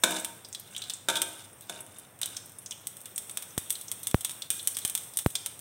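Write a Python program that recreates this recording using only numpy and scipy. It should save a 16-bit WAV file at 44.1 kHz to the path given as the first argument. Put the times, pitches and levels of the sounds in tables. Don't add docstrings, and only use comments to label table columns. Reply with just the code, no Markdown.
import sys
import numpy as np
from scipy import signal
from scipy.fft import rfft, irfft
from scipy.io import wavfile
from scipy.ndimage import uniform_filter1d, minimum_filter1d

SR = 44100
rng = np.random.default_rng(int(sys.argv[2]) if len(sys.argv) > 2 else 0)


def unload_audio(sound):
    columns = np.transpose(np.atleast_2d(sound))
    steps = np.round(np.clip(columns, -1, 1) * 32767)
    wavfile.write(sys.argv[1], SR, steps.astype(np.int16))


N = 247180
FFT_SIZE = 4096

# pitch_hz [Hz], gain_db [dB]
POP_COLOUR = [(60, -49), (300, -26.5), (1400, -18), (1900, -16.5), (2700, -13), (3450, -3), (4600, -17.5),
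              (5800, -9), (7200, -11), (8500, 0.5), (10400, -11.5), (13000, -13.5), (15500, -14)]


def seeds(gain_db=0.0, ring_octaves=0.45, pan_db=-56, bubble_db=-3):
    out, hz = np.zeros(N), bins(FFT_SIZE)
    pivot_hz = 8000
    for start_s, level_db, tilt_db, ring_hz, ring_db, contact_s, snap in pops():
        tilt = tilt_db * np.log2(np.maximum(hz, 1000) / pivot_hz)
        ring = resonance(hz, ring_hz, ring_db, ring_octaves)
        cavity = response(gain_db + level_db + tilt + ring + shape(POP_COLOUR, hz))
        opening = crack(contact_s, snap=snap, bowl_db=2.0, bowl_s=0.0066)
        add(out, start_s, signal.fftconvolve(opening, cavity))
        depth = np.clip((ring_db - 14) / 10, 0, 1) * (ring_hz < 12500)
        bubble_gain = depth * undb(bubble_db) * np.linalg.norm(cavity)
        add(out, start_s, bubble_gain * bubble(ring_hz))
    return out + undb(pan_db) * pan_ring(out)


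def pops():
    # start_s [s], level_db [dB], brightness_db [dB per octave]
    crack_rows = [(0.1092, -1.5, 4), (0.2472, 4.5, -2), (1.2183, 11, -2.5), (2.2154, 4, -1.5),
                  (2.259, 2, 0.5), (2.4591, -16.5, 10), (2.5194, -18.5, 4), (2.8709, 2.5, 1.5),
                  (3.015, -14, 7), (3.0576, -6, -1.5), (3.1798, 4.5, 1), (3.2962, -5, -2.5), (3.373, 5, -2),
                  (3.4238, -7, -2.5), (3.5791, 7, -0.5), (3.7049, 9.5, 1.5), (3.7253, -2, 6),
                  (3.916, 4.5, 0.5), (4.036, -7.5, 6), (4.071, 7.5, 0.5), (4.1129, -1.5, -2),
                  (4.1438, -3.5, 10), (4.2088, -2, 0.5), (4.248, 8.5, -0.5), (4.2954, -3, -3),
                  (4.3098, -5.5, -2), (4.5034, 14.5, 0.5), (4.6735, 12, 2), (4.769, 4.5, -1),
                  (4.7874, 0, 0.5), (4.8504, 9.5, -1), (4.8777, 0, 2), (4.8979, 2.5, 2), (4.9517, 9.5, 0),
                  (4.977, 1, 0), (5.1719, 9.5, 3), (5.1887, 6, -0.5), (5.246, -9, 7), (5.2623, 1.5, 5),
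                  (5.3038, -9, 1), (5.4614, 5, -1)]
    # start_s [s], level_db [dB], ring_hz [Hz]
    plop_rows = [(0.1974, 5.5, 8170), (0.448, 4, 4850), (0.5279, 5.5, 6500), (0.5478, 11, 4300),
                 (0.5973, 4, 12500), (0.7484, 3, 3030), (0.764, 11, 3350), (0.7784, 5, 7160),
                 (0.819, 10, 3930), (0.8391, 6.5, 4030), (0.898, 14.5, 4590), (0.9357, 7, 7340),
                 (1.1556, 16.5, 3680), (1.168, 16, 3740), (1.8058, 3.5, 10330), (1.985, 0.5, 10900),
                 (2.2304, 13, 3800), (2.3669, 11.5, 5570), (2.5858, 1, 10300), (2.661, 6.5, 6070),
                 (2.7096, 10, 5870), (2.72, 6.5, 2940), (3.16, 6.5, 8200), (3.3118, 2, 9300),
                 (3.7541, 8, 4180), (3.882, 5, 6140), (4.4204, 12, 4250), (4.5946, 7.5, 3870),
                 (4.748, 4, 5030), (5.3531, 18.5, 4500)]
    husk_hz, husk_ring_db = 11450, 6
    dry_contact_s, dry_snap = 0.00046, 0.99
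    oily_contact_s, oily_snap = 0.0052, 0.21
    plop_ring_db = 23.5
    ring_loss = 0.6942
    faint_tilt_db, plop_tilt_db = 2.5, -0.5

    faint_cracks = [(start_s, db, faint_tilt_db) for start_s, db, _ in faint(42, count=30)]
    faint_plops = [(start_s, db, husk_hz / 2 ** size) for start_s, db, size in faint(46.5, count=14)]
    rows = []
    for start_s, db, tilt_db in list(crack_rows) + faint_cracks:
        rows.append((start_s, db, tilt_db, husk_hz, husk_ring_db, dry_contact_s, dry_snap))
    for start_s, db, ring_hz in list(plop_rows) + faint_plops:
        ring_db = plop_ring_db - ring_loss * db
        rows.append((start_s, db - ring_db, plop_tilt_db, ring_hz, ring_db, oily_contact_s, oily_snap))
    return rows


def faint(above_db, count, spread_db=-5):
    when, scatter, size = rng.random((count, 3)).T
    times = (np.arange(count) + when) / count * N / SR
    levels_db = frying_db(times) + above_db + spread_db * (2 * scatter - 1)
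    return zip(times, levels_db, size)


def crack(contact_s, snap, bowl_db, bowl_s):
    tearing = burst(contact_s, FFT_SIZE)
    reflections = undb(bowl_db) * burst(bowl_s, FFT_SIZE)
    x = tearing + reflections
    x[0] -= snap
    power = uniform_filter1d(np.abs(rfft(x)) ** 2, size=120)
    return signal.fftconvolve(x, response(-10 * np.log10(power)))[:FFT_SIZE]


def bubble(hz, cycles=28, glide=0.0051):
    age = np.arange(FFT_SIZE) / SR * hz / cycles
    return unit(np.exp(-age) * np.sin(2 * np.pi * cycles * (age + glide * age ** 2)))


def ladle(gain_db=-2.5, modes_db=-35, spot_octaves=0.94):
    # start_s [s], level_db [dB], contact_s [s], favoured_hz [Hz], ring_db [dB]
    knock_rows = [(0.036, -1.5, 0.0051, 1390, -7.5), (0.0395, -4, 0.0025, 565, -6.5),
                  (1.0857, -7.5, 0.005, 1140, 0.5), (1.099, -11.5, 0.0066, 1600, -10),
                  (1.696, -18, 0.0046, 670, -5), (2.232, -20, 0.00097, 3720, -12)]
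    # pitch_hz [Hz], gain_db [dB]
    clatter_colour = [(40, -20), (110, -48), (180, 12.5), (350, 4), (580, 14), (1000, 5), (1200, 7.5),
                      (1550, 15.5), (1950, -2.5), (2350, 16.5), (2800, 6.5), (3650, 25), (4500, 5.5),
                      (5600, 13.5), (8600, 20), (10500, 14), (15000, 5)]
    tilt_db, spot_db = -1, 10.5
    out, hz = np.zeros(N), bins(FFT_SIZE)
    for start_s, level_db, contact_s, spot_hz, ring_db in knock_rows:
        contact = crack(contact_s, snap=0.19, bowl_db=-10.0, bowl_s=0.021)
        tilt = tilt_db * np.log2(np.maximum(hz, 200) / 1500)
        blow = level_db + tilt + resonance(hz, spot_hz, spot_db, spot_octaves)
        clatter = response(gain_db + blow + shape(clatter_colour, hz))
        add(out, start_s, signal.fftconvolve(contact, clatter))
        add(out, start_s, undb(modes_db + ring_db) * pan_ring(response(blow)))
    return out


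def pan_ring(blows, scatter_db=1.0):
    # pitch_hz [Hz], level_db [dB, before the scatter], decay_s [s]
    metal_modes = [(178, -10, .4), (225, -16, .4), (319, -7, .67), (385, -8, .6), (522, -14, .45),
                   (625, -9, .65), (688, -10, .55), (919, -5, .55), (927, -9, .3), (1327, -9, .4),
                   (1520, -6, .5), (1577, -5, .4), (1673, -6, .42), (2286, -10, .45), (2416, -9, .5),
                   (2473, -10, .45), (3118, -8, .5), (3432, -9, .4), (3536, -8, .45), (3622, -5, .4),
                   (3678, -5, .5), (3790, -11, .3), (5494, -14, .45), (6378, -16, .45), (8559, -13, .4),
                   (8834, -14, .4), (10385, -5, .18)]
    t = np.arange(SR) / SR
    gains = undb(scatter_db * rng.standard_normal(len(metal_modes)))
    gains = gains * rng.choice([-1, 1], len(metal_modes))
    ring = 0
    for gain, (pitch_hz, level_db, decay_s) in zip(gains, metal_modes):
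        ring = ring + gain * undb(level_db - 60 * t / decay_s) * np.sin(2 * np.pi * pitch_hz * t)
    return signal.fftconvolve(blows, ring)[:N]


def scrape(count=6):
    # pitch_hz [Hz], gain_db [dB]
    drag_colour = [(200, -5.5), (1500, 0), (2700, -7.5), (3600, -4), (4600, -15.5), (6000, -8.5),
                   (7200, -9.5), (8600, -1.5), (11000, -9), (15000, -28)]
    slip, hz = crack(contact_s=0.00077, snap=0.1, bowl_db=4.5, bowl_s=0.0035), bins(FFT_SIZE)
    slips = 0
    for spot_hz in np.geomspace(2800, 13000, count):
        squeak = response(resonance(hz, spot_hz, lift_db=18.0, octaves=0.2))
        one_slip = signal.fftconvolve(slip, unit(squeak))
        slips = slips + signal.fftconvolve(grains(rate=130, spread_db=3.0), one_slip)[:N]
    return level(colour(slips, drag_colour), 0) * pressure()


def pressure(swell=0.36):
    # start_s [s], length_s [s], level_db [dB]
    stroke_rows = [(0.088, 0.11, -34), (0.644, 0.32, -52), (1.096, 0.1, -41.5), (1.284, 0.2, -51),
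                   (1.681, 0.13, -48.5), (1.867, 0.22, -57), (2.242, 0.17, -49.5)]
    t = np.arange(N) / SR
    total = 0
    for start_s, length_s, level_db in stroke_rows:
        progress = np.clip((t - start_s) / length_s, 0, 1)
        total = total + undb(level_db) * np.abs(np.sin(np.pi * progress)) ** swell
    return total


def drops(leak_hz=120, wetting_s=.00004):
    # start_s [s], level_db [dB]
    drop_rows = [(3.5785, -15), (4.1448, 4), (4.5037, -33), (4.85, -27.5), (5.2621, 1)]
    out, t = np.zeros(N), np.arange(FFT_SIZE) / SR
    rise = 1 - (1 + t / wetting_s) * np.exp(-t / wetting_s)
    leak = np.exp(-2 * np.pi * leak_hz * t)
    for start_s, level_db in drop_rows:
        add(out, start_s, undb(level_db) * rise * leak)
    return out


def fizz(hiss_db=-2, crackle_db=-5, lift_db=14, count=8):
    # pitch_hz [Hz], gain_db [dB]
    fizz_colour = [(600, -8), (2400, -8), (3500, -8), (4500, -35), (5400, -7.5), (7400, -14.5), (8700, 4),
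                   (10000, -12), (15500, -3.5)]
    tick, hz = crack(contact_s=0.00012, snap=1.0, bowl_db=14.5, bowl_s=0.024), bins(FFT_SIZE)
    fine = signal.fftconvolve(grains(rate=700, spread_db=2.5), tick)[:N]
    hiss = level(rng.standard_normal(N), hiss_db)
    oil = colour(level(fine, 0) + hiss, fizz_colour)
    crackle = 0
    for bubble_hz in np.geomspace(3200, 14000, count):
        tone = response(resonance(hz, bubble_hz, lift_db, octaves=0.23) + shape(POP_COLOUR, hz))
        large_tick = unit(signal.fftconvolve(tick, tone))
        crackle = crackle + signal.fftconvolve(grains(rate=7, spread_db=4.5), large_tick)[:N]
    return (level(oil, 0) + level(crackle, crackle_db)) * undb(frying_db(np.arange(N) / SR))


def frying_db(t):
    # time_s [s], level_db [dB]
    frying_points = [(0, -49.5), (.7, -59), (1.5, -56), (2.1, -59.5), (2.8, -56), (3.4, -51.5),
                     (4.4, -49.5), (5.6, -55.5)]
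    return np.interp(t, *np.transpose(frying_points))


def burner(rumble_db=-57, hum_hz=100, hum_db=-66):
    # pitch_hz [Hz], gain_db [dB]
    flame_colour = [(25, -2), (45, -6), (78, -4.5), (102, 4), (150, -1.5), (380, -7), (520, -5.5),
                    (1300, -11.5), (2400, -17), (6000, -36)]
    rumble = colour(rng.standard_normal(N), flame_colour)
    hum = np.sin(2 * np.pi * hum_hz * np.arange(N) / SR)
    return level(rumble, rumble_db) + level(hum, hum_db)


def kitchen(x, wet_db=-8, t60_s=0.62, build_s=0.001, count=6):
    # pitch_hz [Hz], gain_db [dB]
    room_colour = [(100, 9.5), (700, 8.5), (3500, 0.5), (5500, 0.5), (8700, 1.5), (14000, 0)]
    t, out = np.arange(SR) / SR, x
    turn_number = np.arange(N) // (SR // 10) % count
    for k in range(count):
        tail = colour(rng.standard_normal(SR), room_colour)
        tail = tail * undb(-60 * t / t60_s) * (1 - np.exp(-t / build_s))
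        turn = uniform_filter1d(1. * (turn_number == k), size=200)
        out = out + undb(wet_db) * signal.fftconvolve(x * turn, unit(tail))[:N]
    return out


def undb(db):
    return 10 ** (np.asarray(db) / 20)


def level(x, db):
    return x * undb(db) / np.sqrt(np.mean(x ** 2))


def unit(x):
    return x / np.sqrt(np.sum(x ** 2))


def bins(size):
    return np.maximum(np.fft.rfftfreq(size, 1 / SR), 1)


def shape(points, hz):
    f, db = np.transpose(points)
    return np.interp(np.log(hz), np.log(f), db)


def colour(x, points):
    return irfft(rfft(x) * undb(shape(points, bins(len(x)))), len(x))


def resonance(hz, centre_hz, lift_db, octaves):
    return lift_db / (1 + (np.log2(hz / centre_hz) / octaves) ** 2)


def response(db):
    cepstrum = irfft(np.log(undb(db)))
    fold = 1 + np.sign(FFT_SIZE / 2 - np.arange(FFT_SIZE))
    fold[0] = 1
    return irfft(np.exp(rfft(cepstrum * fold)))


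def burst(decay_s, size):
    return unit(rng.standard_normal(size) * np.exp(-np.arange(size) / SR / decay_s))


def grains(rate, spread_db):
    sizes = undb(spread_db * np.minimum(rng.exponential(size=N), 4))
    return (rng.random(N) < rate / SR) * sizes * rng.choice([-1, 1], N)


def add(out, s, x):
    i = max(int(s * SR), 0)
    out[i:i + len(x)] += x[:max(N - i, 0)]


def limiter(x, ceiling=0.55, ahead_s=0.026, ramp_s=0.0081):
    ahead, ramp = int(ahead_s * SR / 2), int(ramp_s * SR / 2)
    allowed = ceiling / np.maximum(np.abs(x), ceiling)
    held = minimum_filter1d(allowed, 2 * (ahead + ramp) + 1)
    return x * uniform_filter1d(np.roll(held, -ahead), 2 * ramp + 1)


def scene():
    pan = seeds() + ladle() + scrape()
    return (kitchen(pan) + fizz() + burner() + drops())[None]


def record(dry, cut_hz=95, damping=0.63, top_hz=15700):
    w = 2 * np.pi * cut_hz
    bass_cut = signal.bilinear([1, 0, 0], [1, 2 * damping * w, w ** 2], SR)
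    heard = signal.lfilter(*bass_cut, dry)
    top_cut = signal.ellip(8, .2, 70, top_hz, fs=SR, output="sos")
    return signal.sosfilt(top_cut, limiter(heard))


dry = scene()
out = record(dry)
unload_audio(out)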